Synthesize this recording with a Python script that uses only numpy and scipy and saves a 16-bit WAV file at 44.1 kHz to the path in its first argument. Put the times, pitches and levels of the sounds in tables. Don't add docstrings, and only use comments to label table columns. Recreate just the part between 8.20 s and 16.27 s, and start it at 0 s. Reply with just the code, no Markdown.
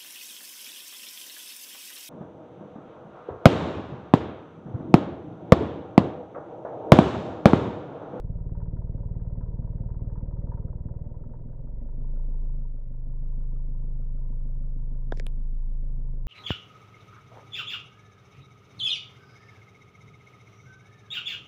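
import sys
import numpy as np
from scipy import signal
from scipy.fft import rfft, irfft, next_fast_len
from scipy.io import wavfile
from scipy.ndimage import uniform_filter1d

SR = 44100
rng = np.random.default_rng(int(sys.argv[2]) if len(sys.argv) > 2 else 0)


def transcribe(u):
    v = np.clip(np.atleast_2d(u).T, -1, 1)
    q = np.round(v * 32767).astype(np.int16)
    wavfile.write(sys.argv[1], SR, q)


N = 355887
TIME = np.arange(N) / SR
FREQ = np.fft.rfftfreq(2 * next_fast_len(N // 2 + SR // 8), 1 / SR) + 1e-3
FIRINGS_PER_CYCLE = 4


def undb(db):
    return 10 ** (np.asarray(db) / 20)


def unit(x):
    return x / np.sqrt(np.mean(x ** 2))


def noise():
    return rng.standard_normal(N)


def through(x, response):
    return irfft(rfft(x, 2 * len(FREQ) - 2) * response)[:N]


def resonance(hz, width_hz):
    return 1 / (1 + 1j * (FREQ ** 2 - hz ** 2) / (FREQ * width_hz))


def swept(drive_hz, hz, width_hz):
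    return 1 / (1 + 2j * (drive_hz - hz) / width_hz)


def modes(table):
    return sum(undb(db) * resonance(hz, width_hz) for hz, width_hz, db in table)


def colour(points):
    hz, db = np.transpose(points)
    gain = undb(np.interp(np.log(FREQ), np.log(hz), db))
    cepstrum = irfft(np.log(gain))
    cepstrum[1:len(FREQ) - 1] *= 2
    cepstrum[len(FREQ):] = 0
    return np.exp(rfft(cepstrum))


def pulses(times_s, sizes):
    at = np.round(np.asarray(times_s) * SR).astype(int)
    inside = (at >= 0) & (at < N)
    return np.bincount(at[inside], np.asarray(sizes)[inside], N)


def fading(blows, decay_s):
    return signal.lfilter([1], [1, -np.exp(-1 / (decay_s * SR))], blows)


def settling(labouring_db, idle_db, halfway_s, easing_s):
    return idle_db + (labouring_db - idle_db) / (1 + np.exp((TIME - halfway_s) / easing_s))


def swell(centre_s, half_length_s, db):
    return db * np.exp(-((TIME - centre_s) / half_length_s) ** 2)


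# time in seconds, firing rate in Hz.
ENGINE_SPEED = [(0.0, 18.11), (0.48, 18.55), (1.61, 18.79), (2.75, 19.29), (3.34, 21.15), (3.97, 26.9),
                (4.28, 26.68), (4.67, 24.01), (5.11, 26.27), (5.6, 25.89), (6.28, 26.07), (6.85, 25.79),
                (7.4, 26.87), (8.07, 25.47)]
# centre in seconds, half-length in seconds, level change in dB.
LOAD_SWELLS = [(2.334, 0.17, 2), (4.619, 0.21, -1), (7.398, .25, -3.5)]


def crankshaft():
    rate_hz = np.interp(TIME, *np.transpose(ENGINE_SPEED))
    crank = np.cumsum(rate_hz) / SR - .42
    load_db = sum(swell(*change) for change in LOAD_SWELLS)
    return crank, rate_hz, load_db


# knock, valve tick, thud, panel shudder, injector and tappet
# strength, all in relative dB.
CYLINDER_STRENGTHS = [(0, -3, -7, -8, 0.5, -2), (-1, -4, -3, 4.5, 5, -10), (-2, -2.5, -4, -14, -5, 4),
                      (2.5, 2.5, -5, -8.5, -1, -4)]
KNOCK_DB, VALVE_DB, THUD_DB, SHUDDER_DB, INJECTOR_DB, TAPPET_DB = np.transpose(CYLINDER_STRENGTHS)


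def strokes(crank, lag, cylinder_db, scatter_db, jitter_s):
    firing = np.arange(-1, int(crank[-1]) + 1)
    late, harder = rng.standard_normal((len(firing), 2)).T
    times_s = np.interp(firing + lag, crank, TIME, left=-1, right=-1) + jitter_s * late
    strength_db = np.broadcast_to(cylinder_db, FIRINGS_PER_CYCLE)[firing % FIRINGS_PER_CYCLE]
    return pulses(times_s, undb(strength_db + scatter_db * harder))


def fizz(crank, thump_db, trim_db=-62.5):
    crests = strokes(crank, lag=.4, cylinder_db=0, scatter_db=2, jitter_s=.001)
    bursts = noise() * fading(crests, decay_s=.008)
    return unit(through(bursts, resonance(hz=2600, width_hz=2200) ** 3)) * undb(thump_db + trim_db)


def injectors(crank, level_db=-90.8):
    opening = strokes(crank, lag=.08, cylinder_db=INJECTOR_DB, scatter_db=1.5, jitter_s=.0006)
    closing = strokes(crank, lag=.28, cylinder_db=-3, scatter_db=3, jitter_s=.001)
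    bursts = noise() * (.28 + fading(opening + closing, decay_s=.004))
    return unit(through(bursts, resonance(hz=1950, width_hz=600) ** 4)) * undb(level_db)


def tappets(crank, knock_over_idle_db, idle_db=-86):
    taps = strokes(crank, lag=-.01, cylinder_db=TAPPET_DB, scatter_db=1, jitter_s=.0005)
    bursts = noise() * fading(taps, decay_s=.007)
    level_db = idle_db + .4 * knock_over_idle_db
    return unit(through(bursts, resonance(hz=1240, width_hz=700) ** 4)) * undb(level_db)


# start in seconds, relative level in dB, centre in Hz, width in Hz.
PLASTIC_CONTACTS = [(6.9209, 4, 294, 1100), (6.9207, 0, 1000, 970), (6.9208, 4, 1500, 800),
                    (6.9206, -6, 3560, 1100), (6.9209, -17, 5000, 4400), (6.9335, -20, 800, 1100),
                    (6.9721, -15.5, 5190, 2700), (6.9720, -18, 2100, 1600), (6.9707, -10, 360, 430),
                    (6.9969, -1, 2020, 1400), (6.9972, -8, 5000, 4900), (6.9962, -4, 470, 450),
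                    (7.0658, -4, 2940, 2430), (7.0660, -8, 9700, 6000), (7.0652, -15, 580, 2600)]
# centre in Hz, width in Hz, gain in dB.
PLASTIC_MODES = [(390, 504, 8.5), (635, 60, -1), (965, 69, -6), (1084, 348, -11), (1600, 163, -4.5),
                 (2256, 276, -9.5), (3050, 330, -7.5), (3468, 220, -10), (5000, 900, -14), (6850, 260, -8),
                 (9070, 670, -16)]


def plastic_clicks(travel_at_1khz_s=.0015, scrape_db=-49, tail_db=-48, tail_decay_s=.014):
    blows = sum(through(pulses([start_s], [undb(db)]), resonance(hz, width_hz) ** 4)
                for start_s, db, hz, width_hz in PLASTIC_CONTACTS)
    slip_times_s = [6.92, 6.925, 6.969, 6.974, 6.988, 6.996, 7.001, 7.02]
    slipping = np.interp(TIME, slip_times_s, [0, .25, .2, .9, .6, 1.4, .2, 0])
    catches = noise() * rng.exponential(size=N) ** 2 / 5
    scrape = through(catches * slipping, resonance(hz=5200, width_hz=6000) ** 2)
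    bending = np.exp(-4j * np.pi * travel_at_1khz_s * np.sqrt(1000 * FREQ))
    direct = through(blows + undb(scrape_db) * scrape, modes(PLASTIC_MODES) * bending)
    tail_s = TIME[:SR // 10]
    tail = uniform_filter1d(noise()[:len(tail_s)], size=5) * np.exp(-tail_s / tail_decay_s)
    return direct + undb(tail_db) * signal.fftconvolve(direct, tail)[:N]


# frequency in Hz, relative density in dB.
KNOCK_SPECTRUM = [(400, -15), (830, -15.5), (880, 4.5), (980, 3.5), (1050, -8.5), (1130, -12.5),
                  (1300, -11.5), (1500, -18), (1750, -22), (2050, -33), (2300, -40.5), (3200, -49.5),
                  (6000, -58.5), (9000, -66)]


def diesel_knock(crank, knock_db, clatter_db=-2.5, ring_db=-5):
    ignitions = strokes(crank, lag=-.08, cylinder_db=KNOCK_DB, scatter_db=1.2, jitter_s=.0007)
    valves = strokes(crank, lag=.22, cylinder_db=VALVE_DB - 1, scatter_db=1.9, jitter_s=.0014)
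    blows = ignitions + valves * undb(settling(0, -8.5, halfway_s=3.3, easing_s=.7))
    envelope = uniform_filter1d(.24 + fading(blows, decay_s=.0065), size=90)
    clatter = unit(through(noise() * envelope, colour(KNOCK_SPECTRUM)))
    ring = unit(through(blows, resonance(hz=955, width_hz=130) ** 2))
    return (undb(clatter_db) * clatter + undb(ring_db) * ring) * undb(knock_db)


# time in seconds, relative level in dB, decay in seconds, relative edge in dB.
HARD_FIRINGS = [(0.041, -56, .004, -6), (0.181, -54.5, 0.0033, -18.5), (0.200, -58, .004, -13.5),
                (0.293, -54, .005, -19), (0.351, -52.5, 0.0088, -3), (0.372, -57, 0.0048, -4),
                (0.401, -51, 0.0072, -6.5), (0.416, -54, 0.012, -8), (0.458, -57.5, 0.0047, 1),
                (0.568, -56.5, .006, -0.5), (0.617, -57.5, 0.0034, -9), (0.78, -54.5, .005, -2),
                (0.832, -57.5, .005, -9.5), (0.94, -56, .004, -16), (0.997, -53, .005, -3),
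                (1.014, -58, 0.0044, -4), (1.209, -52, 0.0074, -3), (1.229, -52.5, .007, -6),
                (1.260, -55.5, 0.0044, -11.5), (1.441, -57, 0.0034, -8), (1.472, -54.5, .005, -8.5),
                (1.582, -54.5, .004, -20), (1.743, -57, 0.0074, -1), (1.794, -57.5, .005, -5.5),
                (1.896, -52.5, .006, -14), (1.920, -53, 0.0047, -9.5), (1.956, -50.5, 0.0087, -2),
                (1.975, -57, 0.014, -4), (2.109, -53.5, 0.0044, -10), (2.169, -57.5, .004, -9),
                (2.318, -47, .008, -13.5), (2.336, -49, .010, -8.5), (2.376, -53, .010, -2),
                (2.687, -55, .005, -0.5), (2.855, -59.5, 0.0039, -7), (3.037, -51.5, 0.0054, -16),
                (3.136, -51, .005, -5), (3.154, -53.5, 0.0054, -8), (3.195, -56, 0.0053, -21),
                (3.297, -61, 0.0042, -7), (3.329, -58, 0.0047, -3), (3.394, -62, .004, -8),
                (3.472, -62, 0.0045, -2), (3.684, -57.5, .007, -7), (3.963, -61, 0.0076, -2.5),
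                (4.106, -58.5, .005, -7), (4.141, -55.5, 0.0049, -9), (4.739, -59, 0.0043, -8),
                (5.240, -62.5, .005, -23), (5.316, -60, .006, -20)]


def hard_knocks(trim_db=-1, bright_db=-9, lead_s=.001):
    dull = bright = clacks = 0
    for time_s, db, decay_s, edge_db in HARD_FIRINGS:
        burst = fading(pulses([time_s - lead_s], [undb(db)]), decay_s)
        dull += burst
        bright += burst * undb(edge_db + bright_db)
    metallic = resonance(hz=1330, width_hz=750) ** 4
    for envelope, path in [(dull, colour(KNOCK_SPECTRUM)), (bright, metallic)]:
        path_rms = np.sqrt(np.mean(abs(path) ** 2))
        clacks += through(noise() * uniform_filter1d(envelope, size=70), path / path_rms)
    return undb(trim_db) * clacks


# position in firings, relative level in dB, ring in Hz.
PISTON_SLAPS = [(.04, -5.5, 561), (1.3, -1, 570), (1.52, -1.5, 430), (2.33, -1, 560), (2.98, 0, 440)]


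def piston_slap(crank, block_db, trim_db=-7, jitter_s=.0007, scatter_db=1.2):
    cycle_starts = FIRINGS_PER_CYCLE * np.arange(crank[-1] // FIRINGS_PER_CYCLE + 1)
    block_band = resonance(hz=520, width_hz=430) ** 4
    ring = 0
    for position, db, hz in PISTON_SLAPS:
        late, harder = rng.standard_normal((len(cycle_starts), 2)).T
        times_s = np.interp(cycle_starts + position, crank, TIME, left=-1, right=-1) + jitter_s * late
        slaps = pulses(times_s, undb(db + scatter_db * harder))
        ring += through(slaps, resonance(hz, width_hz=130) * block_band)
    return unit(ring) * undb(block_db + trim_db)


# centre in Hz, width in Hz, gain in dB.
PANEL_MODES = [(233, 18, 7.5), (266, 47, -1)]


def panel_shudder(crank, block_db, trim_db=-26.3):
    blows = strokes(crank, lag=.2, cylinder_db=SHUDDER_DB, scatter_db=2, jitter_s=.0005)
    rebounds = strokes(crank, lag=.78, cylinder_db=SHUDDER_DB - 5, scatter_db=2.5, jitter_s=.002)
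    panel = modes(PANEL_MODES) * resonance(hz=238, width_hz=100) ** 2
    return unit(through(blows + rebounds, panel)) * undb(.5 * block_db + trim_db)


# frequency in Hz, relative density in dB.
BLOCK_SPECTRUM = [(40, 6), (70, 14.5), (120, 14.5), (200, 3.5), (300, 0.5), (400, 0), (470, -0.5),
                  (510, -4), (560, 0.5), (620, -6.5), (700, -9), (810, -18.5), (1100, -29.5), (2200, -61.5)]


def block_rumble(crank, block_db, trim_db=10):
    mean_rate_hz = np.mean([hz for _, hz in ENGINE_SPEED])
    cycle_samples = int(FIRINGS_PER_CYCLE * SR / mean_rate_hz)
    cycle_phase = crank / FIRINGS_PER_CYCLE % 1
    repeating = np.interp(cycle_phase * cycle_samples, np.arange(cycle_samples), noise()[:cycle_samples])
    thuds = strokes(crank, lag=.33, cylinder_db=THUD_DB, scatter_db=2, jitter_s=.001)
    churn = .55 * repeating + .7 * noise()
    envelope = .65 + fading(thuds, decay_s=.007)
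    return unit(through(churn * envelope, colour(BLOCK_SPECTRUM))) * undb(block_db + trim_db)


# centre in Hz, width in Hz, gain in dB.
AIR_MODES = [(78.2, 9, -10), (103.2, 8, -13), (128.97, 13, 0), (154.7, 11, -10), (183.6, 12, -26)]
# centre in seconds, half-length in seconds, change in dB.
HUNTING_SWELLS = [(3.247, .2, 1.5), (3.838, .07, 2.5), (4.335, 0.075, 2.5), (4.526, .06, -5),
                  (4.762, .13, 5), (7.719, .1, 1.5)]


def cabin_boom(crank, rate_hz, load_db, lag=.11, waver=.2):
    drone = 0
    for order in range(3, 9):
        response = sum(undb(db) * abs(swept(order * rate_hz, hz, width_hz)) ** 2
                       for hz, width_hz, db in AIR_MODES)
        unsteady = 1 + waver * unit(through(noise(), resonance(hz=10, width_hz=25) ** 2))
        turns = order * (crank - lag) - .1 * (order - 5) ** 2
        drone += response * unsteady * np.cos(2 * np.pi * turns)
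    hunting_db = sum(swell(*change) for change in HUNTING_SWELLS)
    level_db = settling(-55, -44.5, halfway_s=2.8, easing_s=.2) + load_db + hunting_db
    return np.sqrt(2) * drone * undb(level_db)


def mount_shake(crank, rate_hz, load_db, mount_hz=27.02, mount_db=-25.5):
    mounts = undb(mount_db) * swept(rate_hz, mount_hz, width_hz=3.3)
    rocking = np.real(mounts * np.exp(2j * np.pi * (crank - .38)))
    pick_up_db = swell(centre_s=3.55, half_length_s=.17, db=9.2)
    sway_db = settling(-35, -46, halfway_s=2.5, easing_s=.14) + load_db + pick_up_db
    sway = undb(sway_db) * np.cos(2 * np.pi * 2 * (crank - .41))
    return np.sqrt(2) * (rocking + sway)


# centre in Hz, width in Hz, gain in dB.
CABIN_MODES = [(58.9, 12, 2), (80, 22, -1.5), (95.1, 9.9, -1.5), (110.54, 5.1, 3), (152.1, 7, -5),
               (164.7, 4.3, -1.5)]


def firing_thumps(crank, thump_db, trim_db=3, muffle_hz=197):
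    jolts = strokes(crank, lag=.44, cylinder_db=0, scatter_db=.3, jitter_s=.0002)
    muffle = 1 / (1 + (FREQ / muffle_hz) ** 18)
    return unit(through(jolts, modes(CABIN_MODES) * muffle)) * undb(thump_db + trim_db)


def scene(idle_hz=26, speed_db_per_hz=.8151, idle_knock_db=-73.4):
    crank, rate_hz, load_db = crankshaft()
    effort_db = load_db + speed_db_per_hz * (rate_hz - idle_hz)
    knock_db = settling(-60, idle_knock_db, halfway_s=3.3, easing_s=.28) + effort_db
    block_db = settling(-47.5, -62.5, halfway_s=3.5, easing_s=.37) + effort_db
    thump_db = settling(-37.6, -56, halfway_s=3.13, easing_s=.16)
    ticking = injectors(crank) + tappets(crank, knock_db - idle_knock_db)
    knocking = diesel_knock(crank, knock_db) + hard_knocks()
    block = piston_slap(crank, block_db) + panel_shudder(crank, block_db) + block_rumble(crank, block_db)
    drone = cabin_boom(crank, rate_hz, load_db) + mount_shake(crank, rate_hz, load_db)
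    thumping = fizz(crank, thump_db) + firing_thumps(crank, thump_db)
    return (ticking + plastic_clicks() + knocking + block + drone + thumping)[None]


def record(dry, hiss_db=-94, top_hz=17100):
    lowpass = signal.ellip(8, .2, 70, top_hz, fs=SR, output="sos")
    return signal.sosfilt(lowpass, dry + undb(hiss_db) * noise())


dry = scene()
out = record(dry)
transcribe(out)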